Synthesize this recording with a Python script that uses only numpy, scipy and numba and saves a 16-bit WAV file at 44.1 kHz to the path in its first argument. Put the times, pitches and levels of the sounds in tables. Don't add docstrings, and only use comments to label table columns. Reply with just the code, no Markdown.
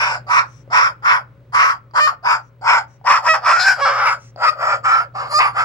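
import sys
import numpy as np
from scipy import signal
from scipy.fft import next_fast_len
from scipy.io import wavfile
from scipy.ndimage import uniform_filter1d, map_coordinates
from numba import njit

SR = 44100
rng = np.random.default_rng(int(sys.argv[2]) if len(sys.argv) > 2 else 0)


def dump(signal):
    limited = np.clip(np.atleast_2d(signal).T, -1, 1)
    pcm = np.round(limited * 32767).astype(np.int16)
    wavfile.write(sys.argv[1], SR, pcm)


def voltage_ratio(level):
    return 10 ** (np.asarray(level, float) / 20)


N = 248724


def evened(x):
    return x / np.sqrt(np.mean(x ** 2) + 1e-20)


def steady(x):
    return x / np.sqrt(abs(uniform_filter1d(x ** 2, size=2600)) + 1e-12)


def read(points, hz):
    f, value = np.transpose(points)
    return np.interp(np.log(hz + 1), np.log(f + 1), value)


def curves(rows):
    s, *columns = np.transpose(rows)
    return [np.interp(np.arange(N) / SR, s, c) for c in columns]


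@njit
def smooth(x, r):
    out, held = np.empty_like(x), 0j
    for n in range(len(x)):
        held = r[n] * held + (1 - r[n]) * x[n]
        out[n] = held
    return out


def resonate(x, hz, width):
    if np.ndim(hz) == 0:
        b, a = signal.iirpeak(hz, hz / width / 1.434, SR)
        return signal.sosfilt([[*b, *a]] * 2, x)
    turn = np.exp(2j * np.pi * np.cumsum(hz) / SR)
    r = np.exp(-np.pi * np.clip(width, 40, 4000) * 1.55 / SR) * np.ones(N)
    return 2 * (turn * smooth(smooth(x * turn.conj(), r), r)).real


def chain(x, modes):
    return sum((-1) ** k * voltage_ratio(db) * resonate(x, hz, width) for k, (hz, width, db) in enumerate(modes))


def hum():
    # (frequency [Hz], level [dB], wander [Hz])
    hum_lines = [(57.8, -23.5, 6.6), (120, -8, 1.2), (131, -32.5, 4), (554, -26.5, 7.5)]
    drift = [evened(uniform_filter1d(rng.standard_normal(N), size=4000)) for _ in hum_lines]
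    lines = 0
    for (hz, db, wander), v in zip(hum_lines, drift):
        lines = lines + voltage_ratio(db) * np.sin(2 * np.pi * np.cumsum(hz + wander * v) / SR)
    return np.sqrt(2) * lines * voltage_ratio(np.array([[1.2], [-1.2]]))


def wash():
    # (frequency [Hz], density [dB per Hz])
    wash_colour = [(12, -40.5), (20, -29.5), (38, -19), (84, -8), (128, 4.5), (160, -8), (205, -11),
                   (263, -11.5), (337, -14.5), (555, -13), (713, -22), (2160, -30.5), (3460, -37.5),
                   (15000, -58.5)]
    # (frequency [Hz], correlation [-1 to 1])
    likeness = [(30, 0.97), (130, 0.88), (290, 0.97), (640, .5), (1400, 0.94), (15000, -0.067)]
    frames, hz = N // 512 + 5, np.fft.rfftfreq(2048, 1 / SR)
    a, b, c, d = rng.standard_normal((frames, 1025, 4)).T
    same = np.clip(read(likeness, hz), -1, 1)[:, None]
    left = a + 1j * b
    right = same * left + np.sqrt(1 - same ** 2) * (c + 1j * d)
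    z = np.array([left, right]) * voltage_ratio(read(wash_colour, hz))[:, None]
    return voltage_ratio(-56) * evened(signal.istft(z, nperseg=2048, noverlap=1536)[1][:, :N])


def whine():
    whine_hz, level_db = 15734, -74
    phase = 2 * np.pi * whine_hz * np.arange(N) / SR + np.array([[0], [1.5]])
    return voltage_ratio(level_db) * np.sqrt(2) * np.sin(phase)


def pushes():
    # (start [s], length [s], effort [dB], attack [s], place of the peak [0-1])
    breath_pushes = [(-.05, .27, -16.5, 0.015, 0.3), (.265, 0.21, -10.5, 0.047, 0.6),
                     (0.7, 0.24, -10.5, 0.034, 0.3), (1.023, 0.21, -10.5, 0.035, 0.41),
                     (1.521, 0.26, -11, 0.027, 0.36), (1.935, 0.22, -10, 0.028, 0.53),
                     (2.225, 0.2, -13.5, 0.035, 0.47), (2.612, 0.24, -10.5, 0.061, 0.38),
                     (3.041, .2, -9.5, 0.032, 0.34), (3.214, 0.21, -10.5, 0.054, 0.44),
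                     (3.41, .25, -10.5, 0.052, .35), (3.556, 0.19, -16, 0.038, 0.22),
                     (3.604, 0.19, -10, 0.059, .42), (3.733, 0.25, -13, 0.089, 0.56),
                     (3.884, 0.23, -16, 0.037, 0.7), (4.024, .17, -12.5, 0.029, 0.23),
                     (4.374, 0.19, -10.5, 0.064, .64), (4.544, 0.28, -17, 0.072, 0.65),
                     (4.829, .25, -13.5, 0.018, 0.37), (5.138, 0.2, -24.5, 0.015, 0.3),
                     (5.272, 0.19, -12, 0.077, .64), (5.364, 0.18, -12, 0.029, 0.22),
                     (5.528, 0.18, -14.5, 0.042, 0.46)]
    # (lower resonance [Hz], upper resonance [Hz], upper level [dB],
    # mouth level [dB], beak brightness [dB])
    vowels = [(975, 1450, -5, -1.5, -15.5), (1023, 1320, 0.5, -7.5, -19.5), (1030, 1350, 1.5, -5, -18.5),
              (1003, 1374, 2.5, -5, -23.5), (1010, 1270, 7.5, -4, -19.5), (1078, 1330, -2.5, -20, -19),
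              (976, 1320, -3, -7, -18), (934, 1413, -1.5, -3.5, -18), (1026, 1260, -9.5, -9, -16),
              (960, 1310, 1.5, -7.5, -15), (1047, 1340, -3.5, -9.5, -16), (760, 1200, 9.5, -16.5, -2.5),
              (830, 1450, 13, -13.5, -11.5), (855, 1350, 7.5, -23.5, -15), (865, 1330, 6, -19.5, -18.5),
              (970, 1300, 6, -5, -17), (926, 1340, 3, -9, -16), (820, 1280, 7, -12, -19),
              (830, 1330, 10, -18.5, -22), (890, 1240, 8, -34, -18.5), (754, 1212, 6.5, -6, -8),
              (855, 1180, 6, 1, -20.5), (880, 1300, 4.5, -17.5, -21)]
    # (chest level [dB], side of the beak [dB], rise of the upper level [dB],
    # glide of the lower resonance [share])
    shades = [(-34, -0.5, 13, -0.14), (-32, -0.5, 9, 0.073), (-23, -5.5, 11, 0.18),
              (-32, -0.5, -3.5, -0.17), (-29.5, -5.5, 3, 0.14), (-20.5, -4.5, 9.5, 0),
              (-33.5, -15.5, 17, .02), (-29.5, -2, 12.5, -0.13), (-34.5, -4.5, 14, 0.12),
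              (-12.5, -9, 10.5, -0.23), (-15, 1, -8, 0.061), (-23, 16, 6.5, 0), (-23, -4, 1.5, 0),
              (-13.5, 5.5, 3.5, 0), (-18.5, 2, -0.5, 0), (-20.5, -8, 1.5, 0), (-15, -1, 13, 0.033),
              (-9, 0.5, 15, 0.0041), (-26.5, -4, -16, -.08), (-17.5, 4, 18, 0.025), (-35.5, -6, 1.5, 0),
              (-24.5, -3, 5, 0.067), (-17, 3, -1.5, -0.05)]
    tip_aim = [1, 1, -3, 7, 3, -2.5, 1, -2, -2, -1, 1, 0, 0, -3, 0, 1, 0, 1, 1, 0, 5.5, 6, 3]
    silent_db, opened_db, sagged_db, spent_db = -31.5, -4.5, -6.5, -38.5
    release_s = 0.066
    t = np.arange(0, N + 64, 64) / SR
    drops = []
    for s, length, _, attack, peak in breath_pushes:
        knots = np.sort([0, attack, peak * length, length - release_s, length])
        drops.append(np.interp(t - s, knots, [silent_db, opened_db, 0, sagged_db, spent_db], -150, -150))
    start, length, effort_db = np.transpose(breath_pushes)[:3, :, None]
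    power = voltage_ratio(2 * (effort_db + drops))
    share = power / power.sum(0)
    progress = np.clip((t - start) / length, 0, 1)
    total_db = 10 * np.log10(power.sum(0))
    course = [t, total_db, (share * drops).sum(0), (share * progress).sum(0)]
    tone = [share.T @ vowels, share.T @ shades, share.T @ tip_aim]
    return curves(np.column_stack(course + tone))


def locking():
    # (start [s], end [s], first pitch [Hz], last pitch [Hz], harmonic the throat tunes to [number])
    locks = [
        (2.014, 2.067, 604, 610, 2),
        (3.297, 3.335, 640, 637, 2),
        (3.826, 3.848, 556, 553, 2),
        (5.35, 5.385, 593, 618, 1),
    ]
    # (start [s], end [s], first pitch [Hz], last pitch [Hz], chaos [0-1])
    hoarse = [
        (3.53, 3.6, 682, 712, .3),
        (3.601, 3.67, 712, 787, .27),
        (3.671, 3.75, 787, 729, .3),
        (3.785, 3.81, 560, 557, .7),
        (3.86, 3.96, 553, 540, .42),
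        (3.961, 4.12, 540, 552, .45),
        (4.47, 4.52, 630, 620, .16),
        (4.88, 5.01, 680, 663, .42),
        (5.56, 5.64, 650, 652, .38),
    ]
    locked_chaos, entry_s, exit_s = .012, .02, .006
    t = np.arange(N) / SR
    spells = [(*row[:4], locked_chaos, row[4]) for row in locks]
    spells = sorted(spells + [(*row, 1) for row in hoarse])
    chaos, harmonic, glide = np.ones(N), np.ones(N), []
    for start, end, first, last, calm, k in spells:
        hold = np.minimum(1 + (t - start) / entry_s, 1 + (end - t) / exit_s)
        spell = calm ** np.clip(hold, 0, 1)
        harmonic = np.where(spell < chaos, k, harmonic)
        chaos = np.minimum(chaos, spell)
        glide += [(start, first), (end, last)]
    (hz,) = curves(glide)
    return hz, chaos, harmonic


def syrinx(hz, chaos):
    stray, uneven, air = .45, .5, .3
    turns = np.cumsum(hz) / SR
    beat = np.interp(np.arange(1, int(turns[-1])), turns, np.arange(N))
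    off, size = rng.standard_normal((6000, 2))[:len(beat)].T
    off = evened(signal.lfilter([1], [1, -.6], off))
    here = beat.astype(int)
    at = np.clip(beat + stray * chaos[here] * off * SR / hz[here], 9, N - 10)
    taps = at.astype(int)[:, None] + np.arange(-8, 9)
    away = taps - at[:, None]
    shape = np.sinc(away) * np.cos(np.pi * away / 18) ** 2
    sized = shape * (1 + uneven * chaos[here] * size)[:, None]
    pulses = np.bincount(taps.ravel(), sized.ravel(), N)
    pulses = evened(pulses - pulses.mean())
    jet = (chaos + 0.075) * rng.standard_normal(N)
    return pulses + air * jet, (1 - .6 * chaos) * pulses + jet


def saturate(x):
    size = abs(signal.hilbert(x, next_fast_len(N))[:N])
    return x / (size + 0.11) ** 0.52


def throat_voice(drive, chest, lower, upper, mouth_db, shut_db):
    # (frequency [Hz], width [Hz], level [dB])
    mouth_modes = [(1672, 85, -17.5), (2414, 605, -1.5)]
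    # (frequency [Hz], width [Hz], level [dB])
    body_modes = [(1250, 750, -9), (3300, 700, -30)]
    throat = chain(drive, [chest, lower, upper])
    around = voltage_ratio(mouth_db) * chain(drive, mouth_modes) + chain(drive, body_modes)
    throat = saturate(steady(throat + voltage_ratio(shut_db) * around))
    throat = signal.sosfilt(signal.butter(2, 2900, fs=SR, output="sos"), throat)
    return signal.sosfilt(signal.butter(8, 465, "high", fs=SR, output="sos"), throat)


def beak_voice(hiss, drop_db, side_db, tip_db):
    # (frequency [Hz], width [Hz], level [dB])
    beak_bands = [(4200, 800, -15), (7200, 800, -13), (8200, 450, -20)]
    # (frequency [Hz], width [Hz], level [dB])
    tip_bands = [(9340, 880, -26.5), (10680, 310, -19.5), (11980, 330, -29.5), (13600, 450, -30)]
    # (time [s], frequency [Hz])
    main_path = [(0, 5370), (1.7, 5440), (2, 5080), (3.1, 5420), (4, 5240), (4.4, 4980), (4.9, 5270),
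                 (5.4, 4920), (5.64, 5150)]
    # (frequency [Hz], width [Hz])
    side_pockets = [(6350, 100), (9100, 1600)]
    tip_drift, turning_db = .045, 4.5
    (main_hz,) = curves(main_path)
    main_hz = main_hz * (1 + 0.0031 * np.maximum(drop_db, -30))
    bands = len(beak_bands + 2 * tip_bands)
    swings = curves(np.column_stack([np.arange(64) * .09, rng.standard_normal((64, bands))]))
    tip = []
    for (hz, width, db), drift in zip(tip_bands, swings[::-1]):
        tip.append((hz * (1 + tip_drift * drift), width, db + tip_db))
    turned = []
    for (hz, width, db), swing in zip(beak_bands + tip, swings):
        turned.append((hz, width, db + turning_db * swing))
    side_hz, side_width, level_db = turned[0]
    beak = chain(hiss, [(side_hz, side_width, level_db + side_db), (main_hz, 523, 0)] + turned[1:])
    for hz, width in side_pockets:
        beak = signal.lfilter(*signal.iirnotch(hz, hz / width, SR), beak)
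    return beak


def squawks():
    # (time [s], frequency [Hz])
    pocket_path = [(.35, 3200), (.8, 4050), (1.6, 3460), (2.3, 4000), (3.5, 4050), (3.63, 3170),
                   (4.1, 4500), (4.6, 4020), (5.22, 3240), (5.36, 3940)]
    favour = [16.5, -17]
    loose_width_hz, tuned_width_hz, tuned_chaos = 174.4, 95, .25
    (effort_db, drop_db, progress, lower_hz, upper_hz, upper_db, mouth_db, bright_db,
     chest_db, side_db, rise_db, glide, tip_db) = pushes()
    chest_hz, chaos, harmonic = locking()
    late = progress - .5

    tuned = uniform_filter1d(np.clip(2 - chaos / tuned_chaos, 0, 1), size=400)
    lower_hz = lower_hz * (1 + glide * late) * (1 - tuned) + tuned * harmonic * chest_hz
    upper_hz = upper_hz * (1 + .08 * late) * (1 - tuned) + tuned * (harmonic + 1) * chest_hz
    upper_db = (upper_db + rise_db * late) * (1 - tuned) + tuned * np.where(harmonic > 1, favour[1], favour[0])
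    width = loose_width_hz + tuned * (tuned_width_hz - loose_width_hz)
    mouth_db = mouth_db + 1.47 * np.maximum(drop_db, -20)
    bright_db = bright_db - 0.5 * late - 0.5 * (1 - chaos) ** 2

    drive, hiss = syrinx(chest_hz, chaos)
    top_db = np.maximum(upper_db, 0)
    shut_db = 0.38 * np.clip(effort_db + 17.5, -40, 0)
    lower_hz = lower_hz * voltage_ratio(0.31 * shut_db)
    chest = (chest_hz, 170, chest_db - 1.8 * shut_db)
    lower = (lower_hz, width, -top_db)
    upper = (upper_hz, width, upper_db - top_db + 0.12 * shut_db)
    throat = throat_voice(drive, chest, lower, upper, mouth_db, shut_db)
    beak = beak_voice(hiss, drop_db, side_db, tip_db)
    (pocket_hz,) = curves(pocket_path)
    throat = throat - resonate(throat, pocket_hz, 400)
    beak = beak - resonate(beak, pocket_hz, 400)
    return voltage_ratio(effort_db) * steady(throat), voltage_ratio(effort_db + bright_db) * steady(beak), effort_db


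def gain_ride(effort_db):
    # (time [s], level [dB])
    open_level = [(0, -35.5), (1.5, -38), (2, -40.5), (5, -38), (5.64, -34)]
    duck_above_db, duck_share, recover_db_per_s = -22.5, 0.21, 41.5
    creep = np.arange(N) * recover_db_per_s / SR
    held_db = np.maximum.accumulate(effort_db + creep) - creep
    over_db = np.maximum(held_db - duck_above_db, 0)
    return curves(open_level)[0] - duck_share * uniform_filter1d(over_db, size=2000)


def breaths():
    # (start [s], end [s], level [dB])
    drawn = [
        (0.452, 0.638, -59.5),
        (2.405, 2.5, -70),
        (2.874, 2.981, -65.5),
        (4.18, 4.314, -53.5),
    ]
    t, air = np.arange(N) / SR, rng.standard_normal(N)
    air = evened(chain(air, [(1900, 1200, 7.5), (4470, 600, -7.5), (5800, 820, 14.5), (7230, 3600, -5.5)]))
    return air * sum(voltage_ratio(db) * np.sin(np.pi * np.clip((t - a) / (b - a), 0, 1)) ** .6 for a, b, db in drawn)


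def clicks():
    # (time [s], peak [dB], throat ring [Hz], beak tick [dB])
    pops = [
        (0.677, -32.5, 552, -30),
        (1.911, -42.5, 1150, -3.5),
        (3.013, -38, 780, -23),
        (4.361, -25.5, 720, -5.5),
    ]
    out, t = np.zeros(N + 900), np.arange(900) / SR
    for s, db, hz, tick_db in pops:
        ring = np.cos(2 * np.pi * hz * t) * np.exp(-t / 0.0035)
        tick = voltage_ratio(tick_db) * np.sin(2 * np.pi * 4700 * t) * np.exp(-t / 0.001)
        out[round(s * SR):][:900] += voltage_ratio(db) * (ring + tick) * np.minimum(t / .0004, 1)
    return out[:N]


def ports(low, high):
    # (time [s], distance [m])
    walk = [(.1, 0.062), (.36, 0.087), (2.04, .118), (2.32, 0.14), (2.72, 0.16), (3.13, 0.19), (3.6, 0.205),
            (4, 0.23), (4.7, .27), (5.45, 0.32)]
    front_m, cross_m, wall_db = 0.2075, 0.053, -8.5
    (wall_m,) = curves(walk)
    left_side = -np.tanh((wall_m - front_m) / cross_m)
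    trip_ms = 2 * wall_m / .343
    lag = 0.67 + 9.85 * left_side
    shade_db, out = 6.6 + 9.4 * left_side, []
    for side, wall_ms in ((0.6, trip_ms), (-1.11, 0.18 + 1.242 * trip_ms)):
        heard = low + voltage_ratio(side * shade_db / 2) * high
        at = np.arange(N) + side * lag / 2
        direct, echo = map_coordinates(heard, [[at, at - wall_ms * SR / 1e3]], order=3)
        out.append(direct + voltage_ratio(wall_db) * echo)
    return np.array(out) * voltage_ratio(np.array([[.5], [-.5]]))


def room(x):
    # (frequency [Hz], t60 [s])
    decay = [(300, 0.26), (1200, 0.17), (4000, 0.14), (10000, 0.12)]
    # (left delay [ms], left level [dB], right delay [ms], right level [dB])
    near_echoes = [(2.1, -16, 3.1, -19.5), (6.7, -38.5, 5.2, -5.5), (11.3, -15.5, 7, -29.5)]
    late_t60_s, late_db = .7, -30
    taps = np.zeros((2, SR // 2))
    at = np.arange(500, SR // 2 - 20, 20) + rng.integers(0, 20, (2, (SR // 2 - 501) // 20))
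    np.put_along_axis(taps, at, rng.choice([-1., 1.], at.shape), 1)
    hz, t, z = signal.stft(taps, SR, nperseg=256)
    near = voltage_ratio(-60 * t / read(decay, hz)[:, None])
    house = voltage_ratio(late_db - 60 * t / late_t60_s) / (1 + (hz[:, None] / 2500) ** 2)
    tail = signal.istft(z * (near + house), SR, nperseg=256)[1]
    tail *= voltage_ratio(-16) / np.linalg.norm(tail[0])
    for left_ms, left_db, right_ms, right_db in near_echoes:
        tail[0, round(left_ms * SR / 1e3)] += voltage_ratio(left_db)
        tail[1, round(right_ms * SR / 1e3)] += voltage_ratio(right_db)
    return signal.fftconvolve(x, tail, axes=1)[:, :N]


def scene():
    throat, beak, effort_db = squawks()
    bird = ports(voltage_ratio(1.32) * throat + clicks(), voltage_ratio(-0.12) * beak + breaths())
    background = voltage_ratio(gain_ride(effort_db)) * (hum() + voltage_ratio(44) * wash())
    return bird + room(bird) + background + whine()


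def band_limit(x):
    return signal.sosfilt(signal.butter(12, 15870, fs=SR, output="sos"), x)


def record(dry):
    ceiling = 1.02
    excess = dry - np.tanh(dry / ceiling) * ceiling
    squeezed = signal.sosfilt(signal.butter(2, 300, "high", fs=SR, output="sos"), excess)
    return band_limit(voltage_ratio(-0.06) * (dry - squeezed))


dry = scene()
out = record(dry)
dump(out)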